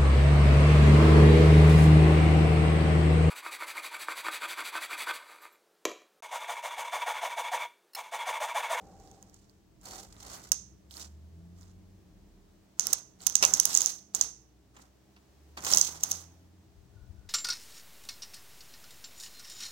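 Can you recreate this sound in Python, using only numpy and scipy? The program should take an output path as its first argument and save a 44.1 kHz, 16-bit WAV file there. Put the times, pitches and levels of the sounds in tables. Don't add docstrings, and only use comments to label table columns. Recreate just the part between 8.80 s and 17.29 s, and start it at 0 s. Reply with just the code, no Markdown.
import sys
import numpy as np
from scipy import signal
from scipy.fft import rfft, irfft
from scipy.io import wavfile

SR = 44100
rng = np.random.default_rng(int(sys.argv[2]) if len(sys.argv) > 2 else 0)


def store_pcm(level_fs):
    pcm = np.round(np.clip(level_fs, -1, 1) * 32767).astype(np.int16)
    wavfile.write(sys.argv[1], SR, np.atleast_2d(pcm).T)


def gain_from_decibels(decibels):
    exponent = np.asarray(decibels, float) / 20
    return 10 ** exponent


N = 374409
LEFT_LAG = 11


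def rms_one(x):
    return x / np.sqrt(np.mean(x ** 2) + 1e-20)


def in_time(rows):
    s, *columns = np.transpose(rows)
    return [np.interp(np.arange(N) / SR, s, c) for c in columns]


def fade(rows, edge_s=0.15):
    t = np.arange(N) / SR
    return np.clip(np.minimum(t - rows[0][0], rows[-1][0] - t) / edge_s, 0, 1)


def at_hz(points, hz):
    p = np.array(points)
    return np.interp(np.log(np.maximum(hz, 1)), np.log(p[:, 0]), p[:, 1])


def band(x, low_hz, high_hz, order=2):
    return signal.sosfilt(signal.butter(order, [low_hz, high_hz], "band", fs=SR, output="sos"), x)


def colour(x, spectrum, tilt=None, side=0):
    hz = np.fft.rfftfreq(4096, 1 / SR)
    db = at_hz(spectrum, hz) + (side * at_hz(tilt, hz) / 2 if tilt else 0)
    cepstrum = irfft(db * np.log(10) / 20)
    cepstrum[1:2048] *= 2
    cepstrum[2049:] = 0
    return signal.oaconvolve(x, irfft(np.exp(rfft(cepstrum))))[:len(x)]


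def colour_ports(pair, spectrum, tilt):
    left = colour(pair[0], spectrum, tilt, side=1)
    right = colour(pair[1], spectrum, tilt, side=-1)
    return np.stack([left, right])


def drift(rate_hz):
    r = np.exp(-80 * np.pi * rate_hz / SR)
    slow = signal.lfilter([1], [1, -2 * r, r * r], rng.standard_normal(N // 40 + 2002))[2000:]
    return np.interp(np.arange(N) / 40, np.arange(len(slow)), rms_one(slow))


def resonate(x, hz, width_hz):
    r = np.exp(-np.pi * width_hz / SR)
    top = (1 - r * r) / 2
    return signal.lfilter([top, 0, -top], [1, -2 * r * np.cos(2 * np.pi * hz / SR), r * r], x)


def swell(rows, power=1.0):
    t, gain = np.arange(N) / SR, np.zeros(N)
    for start, top, stop, db in rows:
        part = slice(max(int(start * SR), 0), max(int(stop * SR), 0))
        speed = np.sin(np.pi / 2 * np.interp(t[part], [start, top, stop], [0, 1, 0]))
        gain[part] += gain_from_decibels(db) * speed ** power
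    return gain


def note(rows, hz, width_hz):
    narrow = resonate(resonate(rng.standard_normal(N), hz, width_hz), hz, width_hz)
    return rms_one(narrow) * swell(rows, 1.13) * gain_from_decibels(-5.5)


def clicks(events, chatter_s, width_hz, body_s, body_hz, boost_db, clank=0):
    rise_s = -.0002
    out, t = np.zeros((2, N)), np.arange(3000) / SR
    shared, own, knock = rng.standard_normal((len(events), 3, len(t))).transpose(1, 0, 2)
    noise = np.stack([shared + 0.74 * own, shared], axis=1)
    chatters = noise * abs(noise) * np.exp(-t / chatter_s)
    chatters[..., 0] = 6
    chatters = band(chatters, 2900, 18000, order=3)
    tops = band(chatters, 5300, 16500)
    tops = tops + 1.1 * band(chatters, 6400, 10000) + 0.6 * band(chatters, 2800, 6100)
    blow = knock * np.exp(-t / body_s)
    thuds = band(blow, 410, body_hz)
    thuds = thuds + 0.64 * resonate(thuds, 1000, 530)
    plates = clank * resonate(blow, 2650, 600)
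    for event, pair, edges, thud, plate in zip(events, chatters, tops, thuds, plates):
        s, db, hz, top_db, body_db, pan_db = event
        sides = []
        for chatter, top, shade_db, lower in zip(pair, edges, (-10, 0), (.93, 1)):
            ring = resonate(resonate(chatter, lower * hz, width_hz), lower * hz, 2200)
            edge = gain_from_decibels(top_db + shade_db + boost_db[1]) * top / abs(top).max()
            sides.append(ring / abs(ring).max() + edge)
        thud, plate = gain_from_decibels(db + body_db + boost_db[2]) * np.stack([thud, plate]) / abs(thud).max()
        lift = 2 * gain_from_decibels(db + boost_db[0]) / (1 + gain_from_decibels(pan_db))
        at = round((s + rise_s) * SR)
        out[0, at + LEFT_LAG:at + LEFT_LAG + len(t)] += lift * gain_from_decibels(pan_db) * sides[0] + np.roll(thud, -2)
        out[1, at:at + len(t)] += lift * sides[1] + thud
        out[:, at:at + len(t)] += plate
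    return out


# (time [s], peak [dB], ring [Hz], bright
# edge re ring [dB])
SNAPS = [(1.7182, -7.9, 6360, -5), (3.9961, -5.9, 6430, -11), (4.0696, -14.3, 5850, 3),
         (4.13, -10.9, 6450, -1), (4.4672, -8.2, 6440, -1), (4.4982, -23.8, 6500, -2),
         (4.5544, -3.0, 6640, -10), (4.6508, -3.3, 6480, -9), (4.7376, -3.4, 6590, -10),
         (4.7995, -5.5, 6230, -4), (4.8538, -9.3, 6400, 0), (4.9435, -16.8, 7270, -6),
         (4.9503, -5.6, 6740, -14), (4.9741, -2.9, 6540, -16), (5.0063, -14.6, 6940, -9),
         (5.0182, -10.2, 6520, -9), (5.0602, -4.9, 6560, -13), (5.349, -11.3, 7020, -8),
         (5.412, -4.9, 6450, -14), (6.8389, -29.5, 6780, -3), (6.8551, -24.4, 6200, -11),
         (6.9156, -12.5, 6320, -10), (6.9364, -3.3, 5730, -17), (6.9477, -11.2, 6750, -6),
         (6.9724, -3.6, 6400, -17), (6.9847, -11.8, 6330, -8), (6.9969, -17.4, 6380, -9),
         (7.013, -3.6, 6380, -14), (7.2348, -11.4, 6690, -2), (7.3133, -15.3, 6440, -2)]
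# (snap row [index], delay [s], level re first [dB])
REBOUNDS = [(0, .002, 0), (3, .0031, 4), (4, .0028, -2), (8, .003, -10), (10, .002, -4), (17, .0035, -7),
            (28, .0025, -2), (29, .0035, 4)]
# (time [s], left-right [dB])
CAM_PAN = [(1.7, -15.5), (4.8, -13.5), (5.1, -15.5), (7.0, -11), (7.3, -0.5)]
KNOCK_DB, KNOCK_FOLLOWS = -40.5, .15
PAN_PER_EDGE_DB = 0.06


def snap_rows():
    snaps = []
    for s, db, hz, edge_db in SNAPS:
        knock_db = KNOCK_DB + (KNOCK_FOLLOWS - 1) * db
        pan_db = np.interp(s, *np.transpose(CAM_PAN)) + PAN_PER_EDGE_DB * edge_db
        snaps.append((s, db, hz, edge_db, knock_db, pan_db))
    return snaps + [(snaps[k][0] + delay, snaps[k][1] + db, *snaps[k][2:]) for k, delay, db in REBOUNDS]


# (ring [dB], edge [dB], knock [dB])
SNAP_BOOST = (-.5, 3.5, 1)


def cam_snaps():
    return clicks(snap_rows(), chatter_s=.0012, width_hz=750, body_s=.01, body_hz=1791, boost_db=SNAP_BOOST)


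# (time [s], peak [dB], ring [Hz], body re peak [dB], cam plate share [1])
JOLTS = [
    (4.6261, -9, 6060, -9.5, 1.3),
    (4.6365, -13.5, 5940, -5.5, 1.3),
    (5.9657, -52.5, 7100, 3.1, .6),
    (6.364, -58.5, 4960, 6, .6),
    (6.7732, -37, 4500, 5.5, 0.25),
    (6.8658, -21.5, 6560, -2.5, .3),
]


def jolts():
    rows = [(s, db, hz, -7, body_db, -8) for s, db, hz, body_db, share in JOLTS]
    return clicks(rows, chatter_s=.007, width_hz=1800, body_s=.013, body_hz=3200, boost_db=(.3, .3, 1.5),
                  clank=np.array(JOLTS)[:, 4:])


# (time [s], peak [dB], ring [Hz])
TICKS = [(0.1999, -53, 6220), (0.2748, -54, 5190), (0.3142, -45, 6300), (0.4269, -42, 6910),
         (0.4973, -50, 5880), (0.5432, -45, 6890), (0.6963, -53, 5330), (1.0138, -52, 7030),
         (1.1094, -41, 4470), (1.3658, -52, 3900), (1.4012, -47, 6520), (1.5334, -41, 6900),
         (1.6382, -46, 6620), (2.1096, -41, 3600), (2.1405, -39, 4820), (2.169, -34, 5050),
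         (2.2119, -37, 5280), (2.8115, -48, 6290), (2.8305, -51, 4960), (4.4049, -46, 4180),
         (4.4189, -43, 7570), (6.8069, -40, 6120), (7.209, -37, 6680), (8.3945, -62, 5300)]


def latch_ticks():
    rows = [(*row, -3, -18, -9) for row in TICKS]
    return clicks(rows, chatter_s=.0012, width_hz=1800, body_s=.004, body_hz=2820, boost_db=(2.5, .3, .3))


# (time [s], level re scrape [dB])
NEEDLES = [(1.033, 7), (1.057, 8), (1.086, 5), (1.112, -0.5), (1.135, 7), (1.165, -3), (1.182, -5),
           (1.202, -1), (1.232, -7), (1.326, 15.5), (1.404, 15), (1.428, 10), (1.45, 0), (1.466, 8),
           (1.482, 2), (1.5, 3), (1.517, -2), (1.537, 3), (1.553, 4), (1.577, -9), (1.597, -5), (1.64, 4),
           (1.65, 4.5), (1.69, 6.5), (2.114, 9), (2.178, 3), (2.197, -10), (2.214, 7.5), (2.226, 4),
           (4.032, 1), (4.056, 5), (4.102, 2.5), (4.437, 2), (4.494, 2.5), (4.524, 17), (4.542, 7),
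           (4.587, 4), (4.679, 3), (4.772, 5), (4.831, 11.5), (4.872, 3.5), (4.892, -1), (4.932, 1.5),
           (4.963, 5.5), (5.048, 4.5), (5.094, 6.5), (5.103, 2), (5.366, 8.5), (5.446, 6.5), (6.825, 6),
           (6.848, 6), (7.027, 5.5), (7.049, 6.5), (7.07, 6.5), (6.905, 2), (6.925, 2), (7.298, 2),
           (7.394, -4)]
NEEDLES_PER_S, NEEDLE_RING_S, NEEDLE_DB = 130, .0022, -8.5


def ratchet():
    caught = (rng.random(N) < NEEDLES_PER_S / SR) * gain_from_decibels(NEEDLE_DB + 2.5 * rng.standard_normal(N))
    s, db = np.transpose(NEEDLES)
    caught[((s - NEEDLE_RING_S) * SR).astype(int)] = gain_from_decibels(db)
    r = np.exp(-1 / (NEEDLE_RING_S * SR))
    return 1 + signal.lfilter([0, np.e * (1 - r)], [1, -2 * r, r * r], caught)


def linger(gain, linger_s=.045):
    r = np.exp(-2 / (linger_s * SR))
    return np.sqrt(gain ** 2 + 0.14 * signal.lfilter([1 - r], [1, -r], gain ** 2))


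# (start [s], fastest [s], stop [s], needle scrape [dB], frame rumble re scrape [dB])
SLIDE = [(-.2, 0.302, 0.92, -72, -4.5), (0.994, 1.116, 1.32, -54, -3.5), (1.27, 1.36, 1.405, -69, 0.5),
         (1.344, 1.52, 1.75, -56.5, -2.5), (2.09, 2.127, 2.26, -61.5, -10),
         (2.139, 2.165, 2.336, -57, -5.5), (2.73, 2.807, 2.96, -71, -3), (3.96, 4.084, 4.26, -53, -2.5),
         (4.38, 4.433, 4.7, -59, -4.5), (4.459, 4.532, 4.48, -42, -7.5), (4.595, 4.63, 4.93, -45.5, -1.5),
         (4.799, 4.935, 5.22, -43, -9.5), (5.33, 5.371, 5.54, -50.5, -4), (5.925, 5.979, 6.11, -68.5, 4),
         (6.77, 6.769, 7.01, -57.5, 4.5), (6.825, 6.885, 7.19, -41.5, -11), (6.86, 6.948, 7.03, -42, -8),
         (7.05, 7.1, 7.3, -57.5, -3), (7.194, 7.268, 7.485, -50, -6.5)]
# (frequency [Hz], density [dB/Hz])
SCRAPE = [(110, -33), (180, -8.5), (310, -7.5), (515, -6.5), (779, -2), (1470, -4.5), (1750, -11.5),
          (1920, -7.5), (2230, -12), (2600, -13.5), (4300, -6), (5380, -4), (6260, -4.5), (8770, -15),
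          (14800, -12), (16000, -17)]
# (frequency [Hz], left-right [dB])
SCRAPE_PAN = [(250, 2.5), (700, -2.5), (2400, 0), (4400, 1.5), (6300, -9), (7200, -18), (7800, -17.5),
              (15000, -12.5)]
# (start [s], top [s], stop [s], level [dB])
BED_NOTE = [
    (1.03, 1.12, 1.22, -57),
    (1.39, 1.5, 1.65, -63),
]
SPEED_POWER = 1.8
HISS_DB, HISS_STEEP = -59, 1.105
STUTTER_DB, SHAKE_DB = 1.5, -2.5


def slide(per_s=840, spread_db=1.5, smooth=1.8, patchy_db=1.8):
    rumble = swell([(*s, db + rel_db) for *s, db, rel_db in SLIDE], SPEED_POWER)
    scrape = swell([row[:4] for row in SLIDE], SPEED_POWER)
    hiss = gain_from_decibels(HISS_DB) * (scrape * gain_from_decibels(50.5)) ** HISS_STEEP
    sizes = gain_from_decibels(spread_db * np.minimum(rng.exponential(1, N), 4)) * rng.choice([-1, 1], N)
    grit = rms_one(sizes * (rng.random(N) < per_s / SR))
    rub = np.stack([np.roll(grit, LEFT_LAG), grit]) + smooth * rng.standard_normal((2, N))
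    rub = colour_ports(rub, SCRAPE, SCRAPE_PAN)
    stutter_db = STUTTER_DB * drift(82) + 20 * np.log10(ratchet())
    out = 0
    for low, high, share, gain in ((200, 2700, .4, rumble), (2700, 9000, 1, scrape), (9000, 16500, 1, hiss)):
        part = band(rub, low, high, order=3)
        uneven = gain_from_decibels(share * stutter_db + patchy_db * drift(30))
        out = out + part / part.mean(0).std() * linger(gain) * uneven
    shake = rms_one(band(rng.standard_normal(N), 60, 400)) * rumble * gain_from_decibels(SHAKE_DB)
    return out + shake + note(BED_NOTE, hz=4420, width_hz=200) * gain_from_decibels(stutter_db)


# (start [s], top [s], stop [s], level [dB])
RAIL_HUM = [
    (-.6, 0., .6, -53),
    (1.02, 1.14, 1.31, -50.5),
    (1.38, 1.5, 1.6, -59.5),
]


def rail():
    return note(RAIL_HUM, hz=776, width_hz=51) + gain_from_decibels(-1) * note(RAIL_HUM, hz=450, width_hz=420)


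# (frequency [Hz], T60 [s])
ROOM_T60 = [(300, .55), (1300, .42), (3500, .33), (5300, .38), (6300, .47), (8500, .25), (14000, .2)]
# (frequency [Hz], density [dB/Hz])
TAIL = [(240, -56), (400, -17.5), (474, -19), (616, -28.5), (708, -17), (765, -20), (1200, -19),
        (1760, -23), (3420, -15.5), (5030, -8.5), (5600, -2.5), (6400, 2.5), (7000, -6.5), (7900, -16.5),
        (16000, -32.5)]
# (frequency [Hz], left-right [dB])
TAIL_PAN = [(300, -0.5), (2400, 0.5), (4400, 4), (6300, -14), (7200, -10.5), (7800, -21), (15000, -15.5)]
ROOM_DB, WALL_ECHO_S, WALL_ECHO_DB = -29.5, 0.0122, 4.5


def room(events):
    t, edges = np.arange(SR // 2) / SR, 200 * 2 ** np.arange(0, 6.6, .5)
    noise, tail = rng.standard_normal((2, 2, len(t))), 0
    for k, (low, high) in enumerate(zip(edges, edges[1:])):
        decay = gain_from_decibels(-60 * t / at_hz(ROOM_T60, np.sqrt(low * high)))
        tail = tail + band(noise[k % 2], low, high) * decay
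    wall_echo = gain_from_decibels(WALL_ECHO_DB * np.exp(-((t - WALL_ECHO_S) / 0.0022) ** 2))
    tail = tail * np.clip((t - .003) / 0.005, 0, 1) * wall_echo
    tail = colour_ports(tail, TAIL, TAIL_PAN)
    blows = np.zeros((1, N))
    blows[0, [round(row[0] * SR) for row in events]] = gain_from_decibels([row[1] + ROOM_DB for row in events])
    return signal.fftconvolve(blows, tail / tail[:, :SR // 20].std(), axes=1)[:, :N]


# (time [s], firing [Hz], first order [dB], second order [dB])
REV_ONE = [(.75, 43, -72, -75), (1.4, 52.5, -61, -70), (1.6, 56, -70, -70), (1.85, 62.5, -58, -68),
           (2.05, 68, -61, -74), (2.44, 79.5, -48, -72), (2.62, 84.5, -56, -59), (2.85, 89, -53, -62),
           (3.3, 95, -66, -68)]
REV_TWO = [(5.3, 55, -66, -70), (6.05, 62, -65, -76), (6.35, 66, -72, -77), (6.75, 74, -53, -73),
           (6.95, 77, -68, -66), (7.1, 80, -57, -61), (7.22, 82, -63, -62), (7.33, 84, -55, -63),
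           (8.1, 92, -68, -76)]
ENGINE_LEAD_RAD = .3


def engine(rows):
    hz, first_db, second_db = in_time(rows)
    phase = 2 * np.pi * np.cumsum(hz * (1 + 0.0025 * drift(11))) / SR
    turn = phase + ENGINE_LEAD_RAD * np.array([[1], [-1]]) / 2
    first = gain_from_decibels(first_db + 1.5 * drift(4.3)) * np.sin(turn)
    second = gain_from_decibels(second_db + 2.5 * drift(5)) * np.sin(2 * turn)
    return np.sqrt(2) * fade(rows) * (first + second)


# (time [s], frequency [Hz], peak [dB])
GUSTS = [
    (7.954, 50, -47.5),
    (8.146, 79.8, -47),
    (8.192, 46.3, -42.5),
    (8.287, 71.7, -37.5),
    (8.366, 62, -43),
    (8.445, 66, -50),
]


def gusts(cycles=2.5):
    out = np.zeros(N + SR)
    for s, hz, db in GUSTS:
        t = np.arange(int(cycles * SR / hz)) / SR
        window = np.sin(np.pi * hz * t / cycles) ** 2
        out[int(s * SR):int(s * SR) + len(t)] += gain_from_decibels(db) * window * np.sin(2 * np.pi * hz * t)
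    return out[:N]


# (frequency [Hz], width [Hz], level [dB])
HUM = [(125.3, 4., -74), (200.64, 1.7, -72), (259.4, 3., -77.5), (297, 4., -76.5), (325.3, 3.7, -75.5),
       (407, 5., -80.5), (446, 4., -83), (667, 5., -85.5)]


def hum(noise):
    out = 0
    for hz, width_hz, db in HUM:
        out = out + gain_from_decibels(db) * rms_one(resonate(resonate(noise, hz, width_hz), hz, 2 * width_hz))
    return out


def sensor_ticks(rate_hz=29.97, start_s=.0195, tick_s=.0016, tick_db=-74.5):
    since = (np.arange(N) / SR - start_s + tick_s) % (1 / rate_hz)
    burst = band(rng.standard_normal(N) * np.exp(-since / tick_s), 7600, 8100, order=3)
    return gain_from_decibels(tick_db + 12.5 + 2.5 * drift(6)) * burst


# (frequency [Hz], left-right likeness [1])
LIKENESS = [(40, 0.88), (150, 0.85), (300, 0.65), (700, 0.3), (2000, 0.24), (8000, 0.11)]


def stereo_noise():
    mid, side = rfft(rng.standard_normal((2, N)))
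    alike = np.clip(at_hz(LIKENESS, np.fft.rfftfreq(N, 1 / SR)), 0, 1)
    return irfft(np.sqrt(1 + alike) * mid + np.sqrt(1 - alike) * side * [[1], [-1]], N)


# (frequency [Hz], density [dB/Hz])
AIR = [(18, -28.5), (30, -17), (75, 2), (145, -14.5), (189, 0.5), (245, -21), (319, -5.5), (499, -23),
       (649, -20.5), (1390, -30.5), (1810, -30.5), (2230, -33), (6380, -34), (10500, -43), (14800, -41),
       (16000, -36)]
# (time [s], level [dB])
AIR_SWELL = [(0, 0.5), (2.5, 3.5), (3.9, 4), (5.8, 2), (7.4, 10), (7.7, 4), (8.49, 5)]
# (time [s], level [dB])
TRAFFIC = [(0.0, -50.5), (0.75, -59.5), (1.2, -54), (2.4, -55), (3.5, -54), (3.9, -60), (4.8, -56),
           (5.6, -62), (6.5, -62), (8.49, -59)]
# (frequency [Hz], width [Hz], level [dB])
STREET_PEAKS = [(100.4, 27, 2.5), (187.4, 68, -1.5), (342, 23, -19.5), (373, 24, 0.5)]
# (start [s], top [s], stop [s], level [dB])
DRONE = [
    (-.8, 0., .8, -63),
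    (.7, 1.0, 1.7, -64),
    (2.5, 3.4, 3.9, -61),
    (3.9, 4.6, 5.3, -69),
    (6.3, 7.0, 7.6, -72),
]
# (start [s], top [s], stop [s], level [dB])
SQUEAK = [
    (8.1, 8.22, 8.31, -69.5),
    (8.33, 8.41, 8.52, -69),
]
AIR_DB = -71.5


def surroundings():
    noise = stereo_noise()
    field = np.stack([colour(side, AIR) for side in noise])
    drone = rms_one(resonate(resonate(noise, 39, 5), 39, 8)) * swell(DRONE, 0.96)
    peaks = sum(gain_from_decibels(db) * rms_one(resonate(noise, hz, width_hz)) for hz, width_hz, db in STREET_PEAKS)
    street = band(rms_one(field) + 0.22 * peaks, 48, 420, order=3)
    rumble = rms_one(street) * gain_from_decibels(in_time(TRAFFIC)[0] - 4.5)
    air = rms_one(band(field, 420, 18000, order=3)) * gain_from_decibels(AIR_DB + in_time(AIR_SWELL)[0])
    breeze = rms_one(band(rng.standard_normal(N), 46, 116.2, order=3)) * swell([(7.8, 8.3, 9, -55)])
    wind = (breeze + gusts()) * gain_from_decibels([[4.], [-10.]])
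    squeak = note(SQUEAK, hz=1450, width_hz=90)
    return drone + hum(noise) + sensor_ticks() + rumble + air + wind + squeak


def scene():
    hits = cam_snaps() + jolts() + latch_ticks()
    answer = room(SNAPS + snap_rows()[-1:] + JOLTS)
    far = engine(REV_ONE) + engine(REV_TWO)
    return hits + slide() + rail() + answer + far + surroundings()


def low_pass(x):
    return signal.sosfilt(signal.butter(12, 16640, fs=SR, output="sos"), x)


def record(dry):
    cut = signal.sosfilt(signal.ellip(6, .5, 30, 15900, fs=SR, output="sos"), dry)
    cut = signal.sosfilt(signal.butter(4, 33, "high", fs=SR, output="sos"), cut)
    return low_pass(np.clip(cut, -1, 1))


dry = scene()
out = record(dry)
store_pcm(out)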